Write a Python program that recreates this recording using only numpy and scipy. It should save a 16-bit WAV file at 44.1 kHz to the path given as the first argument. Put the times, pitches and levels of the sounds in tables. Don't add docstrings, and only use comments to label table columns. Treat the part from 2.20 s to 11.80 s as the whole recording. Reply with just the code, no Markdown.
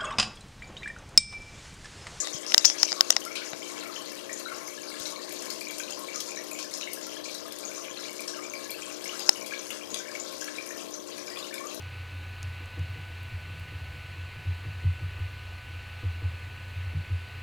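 import sys
import numpy as np
from scipy import signal
from scipy.fft import rfft, irfft
from scipy.io import wavfile

SR = 44100
rng = np.random.default_rng(int(sys.argv[2]) if len(sys.argv) > 2 else 0)


def int16_out(signal):
    q = np.round(np.clip(np.atleast_2d(signal).T, -1, 1) * 32767)
    wavfile.write(sys.argv[1], SR, q.astype(np.int16))


N = 423360


def from_db(db):
    return 10 ** (np.asarray(db) / 20)


def rms_one(x):
    return x / np.sqrt(np.mean(x ** 2) + 1e-20)


def in_time(rows):
    t_s, level_db = np.transpose(rows)
    return from_db(np.interp(np.arange(N) / SR, t_s, level_db))


def colour(x, points):
    f_hz, level_db = np.transpose(points)
    log_f = np.log(np.arange(N // 2 + 1) * SR / N + 1)
    gain = from_db(np.interp(log_f, np.log(f_hz), level_db))
    return irfft(rfft(x) * gain, N)


def drift(rate_hz):
    r = np.exp(-80 * np.pi * rate_hz / SR)
    noise = rng.standard_normal(N // 40 + 2002)
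    slow = signal.lfilter([1], [1, -2 * r, r * r], noise)[2000:]
    return np.interp(np.arange(N) / 40, np.arange(len(slow)), rms_one(slow))


def ring(clicks, f_hz, t60_s):
    r, w = from_db(-60 / (t60_s * SR)), 2 * np.pi * f_hz / SR
    return signal.lfilter([0, np.sin(w)], [1, -2 * r * np.cos(w), r * r], clicks + 1e-18)


def add(out, t_s, sound):
    i = int(np.clip(round(t_s * SR), 0, N))
    out[i:i + len(sound)] += sound[:N - i]


# (f/Hz, level/dB)
STREAM_COLOUR = [(700, -4), (1200, -3), (2000, -5), (2400, -3.5), (3300, -2), (4500, 1.5), (5300, 0.5),
                 (6700, 2.5), (7200, -1.5), (7600, -5.5), (10500, -10.5), (12500, -15), (14400, -52)]


def fizz(per_s, cycles, spread_db, clump_db, register_db):
    excess_db = spread_db * np.minimum(rng.exponential(1, N), 4)
    kicks = from_db(excess_db) * rng.choice([-1, 1], N)
    born = rng.random(N) < per_s * from_db(clump_db * drift(7.0)) / SR
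    pitches_hz, dealt = np.geomspace(800, 14300, 32), rng.integers(0, 32, N)
    swells = [from_db(register_db * drift(13.0)) for register in range(8)]
    rings = 0
    for k, f_hz in enumerate(pitches_hz):
        clicks = kicks * born * (dealt == k) * swells[k // 4]
        struck = ring(clicks, f_hz, cycles / f_hz)
        swelling = ring(struck, f_hz, cycles / f_hz)
        rings = rings + rms_one(swelling) * f_hz ** 0.28
    return rms_one(colour(rings, STREAM_COLOUR))


# (t/s, level/dB)
STREAM_LEVEL = [(0.0, -38.5), (0.7, -37.5), (1.23, -44.5), (1.49, -38.5), (1.84, -42.5), (2.54, -42),
                (4.04, -43.5), (5.75, -43.5), (6.42, -40), (7.08, -39), (7.86, -45), (8.42, -43),
                (8.74, -46), (9.04, -43.5), (9.6, -44.5)]


def stream():
    level = in_time(STREAM_LEVEL)
    return level * fizz(per_s=4500, cycles=15.0, spread_db=3.3, clump_db=4.0, register_db=3.5)


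BROOD_SCATTER, SPRAY_DB_PER_OCTAVE = 0.045, 3
SWELL_CYCLES, FLUTTER = 3.0, 0.4


def bubbles(rows, cycles, rise, scatter_s, brood_db, count):
    out, flutter = np.zeros(N), 1 + FLUTTER * drift(180.0)
    all_draws = rng.uniform(0, 1, (len(rows), count, 4))
    for (t_s, f_hz, level_db), draws in zip(rows, all_draws):
        follower_db = brood_db + SPRAY_DB_PER_OCTAVE * np.log2(f_hz / 2400)
        scatter = BROOD_SCATTER * (f_hz / 2400) ** 0.25
        for k, (turn, size, late, haste) in enumerate(draws):
            follows = k > 0
            own_hz = f_hz * (1 + follows * scatter * (2 * size - 1))
            life = cycles * (own_hz / 2400) ** -.35
            n = np.arange(round(3 * life / own_hz * SR)) * own_hz / SR
            shape = np.exp(-n / life * np.log(10)) * (1 - np.exp(-n / SWELL_CYCLES))
            climb = 2 * rise * haste
            phase = turn + n * (1 - climb / 2 + climb * n / life)
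            rough = flutter[int(turn * N / 2):][:len(n)]
            tone = shape * rough * np.sin(2 * np.pi * phase)
            add(out, t_s + follows * scatter_s * late, from_db(level_db + follows * follower_db) * tone)
    return out


# (f/Hz, mean level/dB)
FAVOURED_BUBBLES = [(1100, -42.5), (1250, -47.5), (1500, -43.5), (1750, -43.5), (2000, -52), (2350, -41),
                    (2950, -38.5), (3350, -40), (3800, -32), (4300, -33), (4800, -31), (5400, -26),
                    (6100, -49), (6800, -56)]
LESSER_SPREAD_DB, SIZE_SCATTER = 4.5, 0.12
WITH_SPATTER = .4


def lesser_bubbles(count):
    when, which, size, strength, cause = rng.uniform(0, 1, (count, 5)).T
    f_hz, mean_db = np.array(FAVOURED_BUBBLES)[(which * len(FAVOURED_BUBBLES)).astype(int)].T
    spatter_s = np.array(LOUD_SPATTERS)[(when * len(LOUD_SPATTERS)).astype(int), 0]
    t_s = np.where(cause < WITH_SPATTER, spatter_s, when * N / SR)
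    own_hz = f_hz * (1 + SIZE_SCATTER * (2 * size - 1))
    return np.transpose([t_s, own_hz, mean_db + LESSER_SPREAD_DB * (2 * strength - 1)])


# (t/s, f/Hz, level/dB)
LOUD_BUBBLES = [(0.025,1196,-28.5), (0.053,3740,-16.5), (0.138,3180,-17.5), (0.409,3670,-20),
                (0.476,3260,-19), (0.598,4470,-18.5), (0.686,2240,-27), (0.687,3900,-21), (0.23,3160,-29),
                (0.679,2980,-26), (0.765,1130,-32), (0.776,1114,-23.5), (1.018,2980,-23.5),
                (1.061,1350,-27), (1.077,2150,-26), (1.11,2310,-27), (1.155,2410,-19.5), (1.167,4100,-23),
                (1.172,4600,-26), (1.206,1436,-27), (1.42,2250,-26), (1.427,3060,-24.5), (1.661,1310,-31),
                (1.761,3070,-22.5), (1.917,1770,-31), (2.093,1850,-24.5), (2.095,2290,-27),
                (2.129,6860,-13.5), (2.2,4400,-23.5), (2.319,1114,-26), (2.337,2830,-35), (2.479,2180,-31),
                (2.715,2170,-29), (2.96,4170,-23.5), (2.963,2280,-31), (3.107,2370,-27), (3.146,4400,-28),
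                (3.409,4670,-19), (3.484,6700,-19), (3.708,6840,-19.5), (3.731,4670,-21),
                (2.253,3910,-20.5), (2.258,1433,-25.5), (2.283,2160,-25.5), (2.315,1385,-26),
                (2.471,6150,-22), (2.856,3920,-18), (2.866,5900,-20), (2.923,1110,-27), (3.224,6940,-21),
                (3.301,4360,-16), (3.304,5080,-17), (3.413,2390,-25.5), (3.469,2340,-26), (3.499,2300,-27),
                (3.597,6500,-18.5), (3.6,2400,-20), (3.6,1540,-28), (3.626,5860,-26), (3.633,3900,-22),
                (3.68,2820,-26), (3.721,3140,-30), (3.771,1043,-26), (3.79,1060,-37), (3.826,1070,-35),
                (3.961,1230,-33), (4.893,3140,-24), (3.884,2280,-23.5), (3.946,1420,-36), (3.958,6500,-14),
                (4.001,3300,-31), (4.003,4280,-37), (4.001,5500,-23), (4.081,7060,-19), (4.388,3250,-31),
                (4.39,5250,-32), (4.53,4150,-23), (4.005,6500,-20), (4.116,2430,-26.5), (4.162,3960,-22.5),
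                (4.173,5800,-18), (4.172,1820,-27.5), (4.314,2460,-24), (4.332,6940,-18), (4.349,2290,-31),
                (4.364,2490,-26.5), (4.43,4750,-28), (4.44,1720,-36), (4.603,1260,-35), (4.61,3990,-23.5),
                (4.389,4240,-21), (4.428,5400,-20), (4.537,6600,-19), (4.538,5400,-17), (4.621,3770,-20.5),
                (4.629,2880,-19), (4.673,2160,-22.5), (4.811,6900,-18), (4.964,1695,-32),
                (4.967,3200,-24.5), (5.041,4230,-22), (5.054,2360,-28), (5.147,5400,-19), (5.15,3900,-21),
                (5.451,6500,-12), (5.494,1470,-36), (5.515,2330,-32), (5.574,1134,-31.5), (5.659,2900,-35),
                (5.68,2400,-29), (5.699,1690,-36.5), (5.711,3240,-28), (5.789,1665,-36), (5.881,2900,-30),
                (5.891,2200,-34), (6.144,2850,-26), (6.165,1340,-34), (6.352,4800,-20), (6.453,1680,-32.5),
                (5.773,4050,-21), (5.851,2290,-25.5), (5.992,2320,-24.5), (6.08,5420,-15), (6.135,1600,-33),
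                (6.183,1206,-33), (6.247,2370,-27), (6.298,6400,-19), (6.336,2310,-22.5), (6.494,2350,-23),
                (6.515,4360,-19.5), (6.621,2500,-26.5), (6.699,1500,-33.5), (6.841,5300,-18.5),
                (6.856,2170,-29), (6.893,2900,-21.5), (6.993,4860,-14), (6.993,6660,-16.5),
                (7.217,2330,-26), (7.266,2500,-36), (7.32,1640,-23), (7.335,2320,-20), (7.503,2870,-22),
                (7.529,1700,-34), (7.61,2380,-27.5), (7.634,3160,-26), (7.703,6650,-19), (7.743,6400,-17),
                (7.741,4770,-24), (7.742,3420,-17), (7.856,1740,-30.5), (7.951,2210,-25), (7.999,7000,-16),
                (8.212,6700,-19), (8.212,5800,-17), (8.219,1600,-28), (8.278,1690,-28), (8.275,4340,-23),
                (8.353,3880,-23), (8.383,2360,-22.5), (8.41,1820,-35), (8.489,6160,-21), (8.505,1800,-28),
                (8.505,2350,-31), (8.74,6070,-19), (8.98,2400,-30), (9.077,2340,-31), (9.112,1880,-30),
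                (9.17,3460,-25), (9.226,3680,-25), (9.244,2900,-26), (9.307,1750,-32), (9.334,1520,-35),
                (9.379,2280,-29), (9.394,1760,-37), (8.992,5700,-21), (9.08,5230,-27), (9.1,4800,-23),
                (9.19,6800,-28), (9.38,5130,-32), (9.469,6500,-25), (9.401,1087,-31), (9.157,2440,-25.5),
                (9.17,1125,-30.5), (9.326,2280,-28.5), (9.438,1145,-28.5), (1.103, 1340, -31),
                (1.174, 1440, -31), (1.17, 3000, -23), (1.217, 2860, -38), (1.218, 2270, -30),
                (1.329, 2320, -30), (1.427, 3500, -28), (1.487, 2350, -37), (1.509, 1086, -34),
                (1.567, 2210, -30.5), (1.629, 1820, -34), (1.629, 2170, -33), (1.631, 1410, -31),
                (1.656, 2240, -31), (1.695, 1264, -33), (1.767, 2380, -32), (1.782, 1084, -35),
                (1.809, 3150, -35), (1.844, 2400, -37), (1.863, 2910, -40), (1.93, 2250, -35),
                (2.421, 1100, -32.5), (2.494, 2250, -31), (2.574, 1686, -31), (2.586, 2990, -30),
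                (2.632, 2300, -32), (2.739, 1660, -34), (2.74, 2260, -41), (2.799, 3490, -37),
                (2.8, 1400, -36), (2.864, 2160, -33), (2.973, 1085, -34), (2.99, 1810, -32),
                (3.175, 2390, -33), (3.268, 2240, -36), (3.307, 2060, -34), (3.494, 3270, -31),
                (3.595, 3230, -28), (3.678, 2460, -29), (3.703, 2580, -41), (3.947, 2350, -31),
                (4.091, 2440, -33), (4.168, 2230, -27), (4.386, 2370, -26), (4.462, 1540, -37),
                (4.609, 2540, -30), (4.68, 2820, -29), (4.771, 1650, -34), (4.916, 3180, -31),
                (5.085, 2340, -34), (5.252, 1223, -35.5), (5.433, 2350, -31), (5.553, 2360, -36),
                (5.653, 2440, -41), (6.224, 2220, -30), (6.261, 1150, -39), (6.502, 3320, -29),
                (6.541, 2580, -28), (6.63, 3140, -26), (6.67, 1110, -31.5), (6.71, 2410, -34),
                (6.833, 1720, -35), (6.953, 1560, -34), (7.156, 2880, -26), (7.181, 2800, -35),
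                (7.264, 3250, -30), (7.308, 2370, -26), (7.333, 2840, -33), (7.379, 3200, -33),
                (7.504, 2170, -31), (7.511, 3400, -26), (7.76, 2340, -27), (7.798, 3150, -33),
                (7.799, 1550, -30.5), (7.85, 2190, -36), (7.881, 2270, -28), (7.895, 1710, -33),
                (8.277, 2250, -32), (9.079, 1560, -38), (9.352, 2430, -31)]
LONE_DB = -6


def plips():
    leaders = [*lesser_bubbles(count=260), *LOUD_BUBBLES]
    out = bubbles(leaders, cycles=23.0, rise=0.03, scatter_s=.045, brood_db=-16, count=9)
    lone = lesser_bubbles(count=2400) + [0, 0, LONE_DB]
    return out + bubbles(lone, cycles=26.0, rise=0.095, scatter_s=0, brood_db=0, count=1)


# (t/s, level/dB, centre f/Hz, sizzle re burst level/dB)
LOUD_SPATTERS = [(1.0028, -35, 9970, -14), (1.0497, -27, 9000, -25), (1.154, -33, 7800, -11),
                 (1.9167, -34, 9400, -16), (2.1288, -30.5, 7520, -16), (2.1926, -34.5, 9340, -10),
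                 (2.476, -34, 9980, -16), (2.7, -38, 9100, -10), (2.7977, -33, 9800, -26),
                 (2.8691, -35, 10000, -18), (2.902, -35, 8220, -7), (3.0916, -33, 8300, -14),
                 (3.1225, -29.5, 12100, -17), (3.2208, -30.5, 7570, -12), (3.2547, -34, 9780, -14),
                 (3.3016, -30.5, 10100, -16), (3.4074, -33, 9000, -7), (3.5081, -32, 10300, -14),
                 (3.5815, -29, 8900, -8), (3.7057, -34, 9060, -19), (3.791, -30, 9790, -20),
                 (4.003, -28, 11500, -22), (4.0793, -36, 8370, -19), (4.2375, -35, 11000, -16),
                 (4.3118, -30.5, 9850, -11), (4.3871, -38, 7640, -1), (4.5089, -43, 7950, 3),
                 (4.5727, -34, 9360, -14), (4.7314, -22, 9800, -15), (4.8112, -44, 9850, -17),
                 (4.866, -32, 9650, -22), (5.1454, -33, 8800, -8), (5.3215, -31.5, 9670, -18),
                 (5.3849, -33, 9170, -7), (5.9281, -36, 9200, -12), (6.0035, -29.5, 9100, -14),
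                 (6.0758, -34.5, 8070, -14), (6.5043, -24.5, 11000, -16), (6.8401, -37, 8320, -2),
                 (6.9937, -32, 9500, -12), (2.8535, -30, 5000, -3), (3.3015, -31.5, 5000, -7.5),
                 (7.951, -39, 5200, -9), (1.153, -28.5, 3800, -3.5), (7.742, -29, 3400, -16),
                 (5.042, -32.5, 5300, -3), (3.958, -28, 6560, -21), (4.0035, -21.5, 4800, -24),
                 (4.388, -33, 4300, -3), (4.426, -29, 5300, -13), (4.538, -27.5, 5900, -9),
                 (4.61, -29, 4000, -20), (6.077, -34, 5300, 1), (7.2601, -33, 8990, -5),
                 (7.4661, -38, 8370, -4), (7.5035, -31, 10500, -12), (7.742, -24, 7450, -24),
                 (7.9146, -46, 9810, -20), (7.9969, -52, 7500, -20), (8.1241, -35, 9410, -19),
                 (8.2094, -35, 9030, -12), (8.2418, -33, 9710, -14), (8.4609, -37, 9000, -3),
                 (8.605, -50, 9020, -18), (8.9797, -39, 10100, -14), (9.1009, -41, 8460, -14),
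                 (9.1867, -38, 9160, -17), (9.3404, -28, 8900, -20), (9.5444, -29.5, 13000, -14)]
SPATTER_HZ, SPATTER_SCATTER, LESSER_SPATTER_DB = 8900, 0.13, -43.5


def spatters(decay_s, tail_s, tail_db, width, count):
    out, t = np.zeros(N), np.arange(4000) / SR
    lesser = []
    for when, strength, size in rng.uniform(0, 1, (count, 3)):
        level_db = LESSER_SPATTER_DB + LESSER_SPREAD_DB * (2 * strength - 1)
        f_hz = SPATTER_HZ * (1 + SPATTER_SCATTER * (2 * size - 1))
        lesser.append((when * N / SR, level_db, f_hz, tail_db))
    burst = np.exp(-t / decay_s) * (1 - np.exp(-t / 0.00023))
    for t_s, level_db, f_hz, sizzle_db in [*lesser, *LOUD_SPATTERS]:
        sizzle = np.exp(-t / tail_s * f_hz / SPATTER_HZ) * (1 - np.exp(-t / 0.0042))
        shape = burst + from_db(sizzle_db) * sizzle
        band = signal.butter(2, [f_hz / width, min(f_hz * width, .45 * SR)], "band", fs=SR)
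        noise = rms_one(signal.lfilter(*band, rng.standard_normal(4000)))
        add(out, t_s, from_db(level_db) * noise * shape)
    return out


def swell(clicks, f_hz, t60_s):
    twice = ring(ring(clicks, f_hz, t60_s), f_hz, t60_s)
    return twice * 2 * np.e * np.log(1000) / (t60_s * SR)


# (t/s, left port level/dB, port f/Hz, left knock level/dB, right knock level/dB,
# left brightness/(dB/octave), right brightness/(dB/octave))
CASING_TICKS = [(0.046, -30, 5300, -38, -28.5, -3, -8), (0.0724, -33, 5370, -17, -26, 0, -10),
                (0.083, -25, 5300, -40, -36, -6, -6), (0.247, -35, 5300, -38, -32, 3, -8),
                (0.265, -23, 5400, -38, -31, 1, 1), (0.3207, -24, 5300, -11.5, -22, -4, -6),
                (0.341, -13, 5300, -14, -11, 4, 1), (0.3447, 2, 5360, -3, -0.5, 2, 0.5),
                (0.3796, 7.5, 5200, 3.5, -6, 5, 0.5), (0.4445, -20, 5300, -12, -29.5, -1, -1),
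                (0.449, -4, 5400, -15.5, -16.5, -6.5, 6), (0.4536, 11.5, 5400, -4, -19, 6.5, 3),
                (0.5, -12.5, 5300, -15.5, -19, -1, -9), (0.6308, 3.5, 5350, -11, -22, 7, -3),
                (0.6324, -17, 5300, -24, -11, 1, -8), (0.7193, -13, 5020, -22, -26, -9.5, -9),
                (0.728, -14, 4990, -26, -19.5, 1, -10), (0.8082, 6.5, 5250, -9, -3.5, -6, 0),
                (0.9042, -19, 5800, -11, -8, 11, 5.5), (0.9057, 1, 5750, -15, -6.5, 5, 4.5),
                (0.9217, -23, 6200, -22, -29, -4, -4), (0.926, -19, 6300, -21, -22, -3, 0),
                (0.9654, -6.5, 5270, -14.5, -12, 5, -7.5), (0.9666, -18, 5070, -13.5, -27, -7.5, -4),
                (1.333, -52, 5300, -18, -34, -7, -8), (7.0912, -13, 5250, -9, -18, -13, -18),
                (7.0929, 7.5, 5290, -10, -7.5, 10, 8.5)]
# (multiple of port f, level/dB, t60 of one resonator pass/s)
PORT_MODES = [(0.999, 4, 0.0027), (1.22, -5.5, 0.0037)]
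CONTACT_HZ = 7000


def port():
    out, click = np.zeros(N), signal.unit_impulse(600)
    all_draws_db = rng.normal(0, 1.5, (len(CASING_TICKS), len(PORT_MODES)))
    for (t_s, port_db, port_hz, *_), draws_db in zip(CASING_TICKS, all_draws_db):
        for (multiple, mode_db, t60_s), own_db in zip(PORT_MODES, draws_db):
            level = from_db(port_db + mode_db + own_db)
            add(out, t_s, level * swell(click, multiple * port_hz, t60_s))
    return signal.lfilter(*signal.butter(2, CONTACT_HZ, fs=SR), out)


# (f/Hz, level/dB, t60/s)
CASING_MODES = [(785, -25, 0.016), (1500, -13.5, 0.0059), (1960, -11, 0.0099), (2900, -5.5, 0.0056),
                (3770, -3.5, 0.0065), (4600, -11.5, 0.0016), (5400, -12.5, 0.0047), (6500, 2, 0.0011),
                (8260, -7.5, 0.0028), (11400, -4, 0.0014)]


def strike(levels_db, db_per_octave):
    at, out = [round(row[0] * SR) for row in CASING_TICKS], np.zeros(N)
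    for f_hz, mode_db, t60_s in CASING_MODES:
        clicks = np.zeros(N)
        tilt_db = db_per_octave * np.log2(f_hz / 3000)
        own_db = levels_db + mode_db + tilt_db + rng.normal(0, 1.5, len(at))
        clicks[at] = from_db(own_db) * rng.choice([-1, 1], len(at))
        out += ring(clicks, f_hz, t60_s)
    return signal.lfilter(*signal.butter(2, CONTACT_HZ, fs=SR), out)


# (start t/s, end t/s, first level/dB, last level/dB, centre f/Hz)
FINGER_STROKES = [(0, 0.059, -21, -41, 6750), (0.125, 0.19, -30.5, -41, 6100),
                  (0.273, 0.342, -30, -34, 5550), (0.383, 0.416, -27, -37, 5300),
                  (0.42, 0.45, -36, -45, 5600), (0.444, 0.552, -10, -40.5, 5780),
                  (0.577, 0.663, -34.5, -23, 5660), (0.671, 0.732, -31, -33, 5350),
                  (0.75, 0.788, -48.5, -36, 5160), (0.916, 0.924, -30, -31, 5630),
                  (0.965, 0.995, -25, -54, 5200)]
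RUB_WIDTH, RUB_RIGHT_DB = 1.13, -23


def rubbing():
    out = np.zeros((2, N))
    grit = rng.standard_normal((2, N)) * from_db(0.89 * drift(137.0))
    for start_s, end_s, first_db, last_db, f_hz in FINGER_STROKES:
        i, n = max(round(start_s * SR), 0), round((end_s - start_s) * SR)
        shape = from_db(np.linspace(first_db, last_db, n)) * signal.windows.tukey(n, .15)
        left_band, right_band = [f_hz / RUB_WIDTH, f_hz * RUB_WIDTH], [650, 4900]
        for side, edges_hz, level_db in ((0, left_band, 0), (1, right_band, RUB_RIGHT_DB)):
            band = signal.butter(2, edges_hz, "band", fs=SR, output="sos")
            noise = rms_one(signal.sosfilt(band, grit[side, i:i + n]))
            out[side, i:i + n] += from_db(level_db) * shape * noise
    return out


# (t/s, left level/dB, right level/dB, f/Hz, decay to 1/e /cycles)
HAND_BUMPS = [(0.145, -15, -62, 151, 0.61), (0.454, -31, -55, 105, 1.2), (1.331, -19, -60, 160, 0.58),
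              (2.806, -8, -40, 110, .15), (.908, -15, -38, 600, 1.4), (7.0914, -19, -24, 110, 0.13),
              (7.0915, 5, -10, 604, 0.37)]


def hand():
    _, _, _, left_db, right_db, bright_left, bright_right = np.transpose(CASING_TICKS)
    ticks = [port() + strike(left_db, bright_left), strike(right_db, bright_right)]
    no_bass = signal.butter(3, 500, "high", fs=SR)
    out = rubbing() + signal.lfilter(*no_bass, ticks)
    for t_s, left_db, right_db, f_hz, decay_cycles in HAND_BUMPS:
        n = np.arange(3000) * f_hz / SR
        bump = np.sin(2 * np.pi * n) * np.exp(-n / decay_cycles) * (1 - np.exp(-n / 1.36))
        for side, level_db in zip(out, (left_db, right_db)):
            add(side, t_s, from_db(level_db) * bump)
    return out


# (multiple of mains f, left level/dB rms, right level/dB rms), before waver
HUM_LINES = [(2, -67.5, -80.5), (3, -72, -72), (4, -60.5, -78), (5, -46.5, -57.5), (6, -47, -74.5),
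             (7, -59.5, -93), (8, -60.5, -83), (9, -50, -63.5), (10, -51.5, -70), (11, -55.5, -63.5),
             (18, -61, -76)]
# (f/Hz, level/dB)
RUMBLE_LEFT_COLOUR = [(30, -34), (80, -16.5), (130, -16.5), (220, -2), (270, -6), (330, 0.5), (390, -9),
                      (430, 1), (500, 1), (560, -4.5), (630, 3.5), (700, -8), (780, -10.5), (960, -10),
                      (1075, -1.5), (1190, -17), (2200, -23.5)]
RUMBLE_RIGHT_COLOUR = [(30, -14), (80, -22), (130, -16), (220, -13), (330, -15), (430, -12), (650, -34),
                       (780, -27), (960, -38), (1075, -16), (1190, -31), (2200, -39)]
MAINS_HZ, RUMBLE_DB, RUMBLE_OPPOSED = 60.03, -43, 0.46


def pump():
    turn = 2 * np.pi * MAINS_HZ * np.arange(N) / SR + 0.046 * drift(1.0)
    out = np.zeros((2, N))
    for multiple, left_db, right_db in HUM_LINES:
        line = np.sqrt(2) * np.sin(multiple * turn + rng.normal(0, 0.9))
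        levels = from_db([[left_db], [right_db]]) * [[1], [-1]]
        out += line * from_db(1.7 * drift(4.0)) * levels
    near, far = rng.standard_normal((2, N))
    share = np.clip(RUMBLE_OPPOSED, 0, 1)
    opposed = np.sqrt(1 - share ** 2) * far - share * near
    rumble = np.array([colour(near, RUMBLE_LEFT_COLOUR), colour(opposed, RUMBLE_RIGHT_COLOUR)])
    throb = (1 + 0.2 * np.cos(turn)) * from_db(1.2 * drift(5.0))
    out += from_db(RUMBLE_DB) * rumble / np.std(rumble[0]) * throb
    return np.array([out[0], np.roll(out[1], shift=9)])


# (f/Hz, level/dB)
HAND_SHADE = [(700, -9), (1500, -15.5), (2400, -17), (3000, -14.5), (4000, -21.5), (5400, -19.5),
              (6900, -26), (9000, -26), (14000, -22)]
ROOM_T60_S, ROOM_DB = 0.37, -1.5


def room(x):
    t = np.arange(round(.4 * SR)) / SR
    tails = rng.standard_normal((2, len(t))) * np.clip(t / 0.00053, 0, 1)
    tails *= from_db(-60 * t / ROOM_T60_S) + from_db(1.5 - 60 * t / .06)
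    tails *= from_db(ROOM_DB) / np.linalg.norm(tails, axis=1, keepdims=True)
    tails[0, 29], tails[1, 0] = 1, .4
    left, right = signal.fftconvolve(x[None], tails, axes=1)[:, :N]
    return np.array([left, colour(right, HAND_SHADE)])


def scene():
    water = stream() + plips()
    water += spatters(decay_s=0.0028, tail_s=0.018, tail_db=-26.0, width=1.4, count=300)
    return room(water) + pump() + hand()


HISS_DB, CUTOFF_HZ = -86, 15300


def record(dry):
    hiss = from_db(HISS_DB) * rng.standard_normal(dry.shape)
    clipped = np.clip(dry + hiss, -.95, .95)
    coupled = signal.lfilter(*signal.butter(1, 85, "high", fs=SR), clipped)
    return signal.sosfilt(signal.cheby2(14, 55, CUTOFF_HZ, fs=SR, output="sos"), coupled)


dry = scene()
out = record(dry)
int16_out(out)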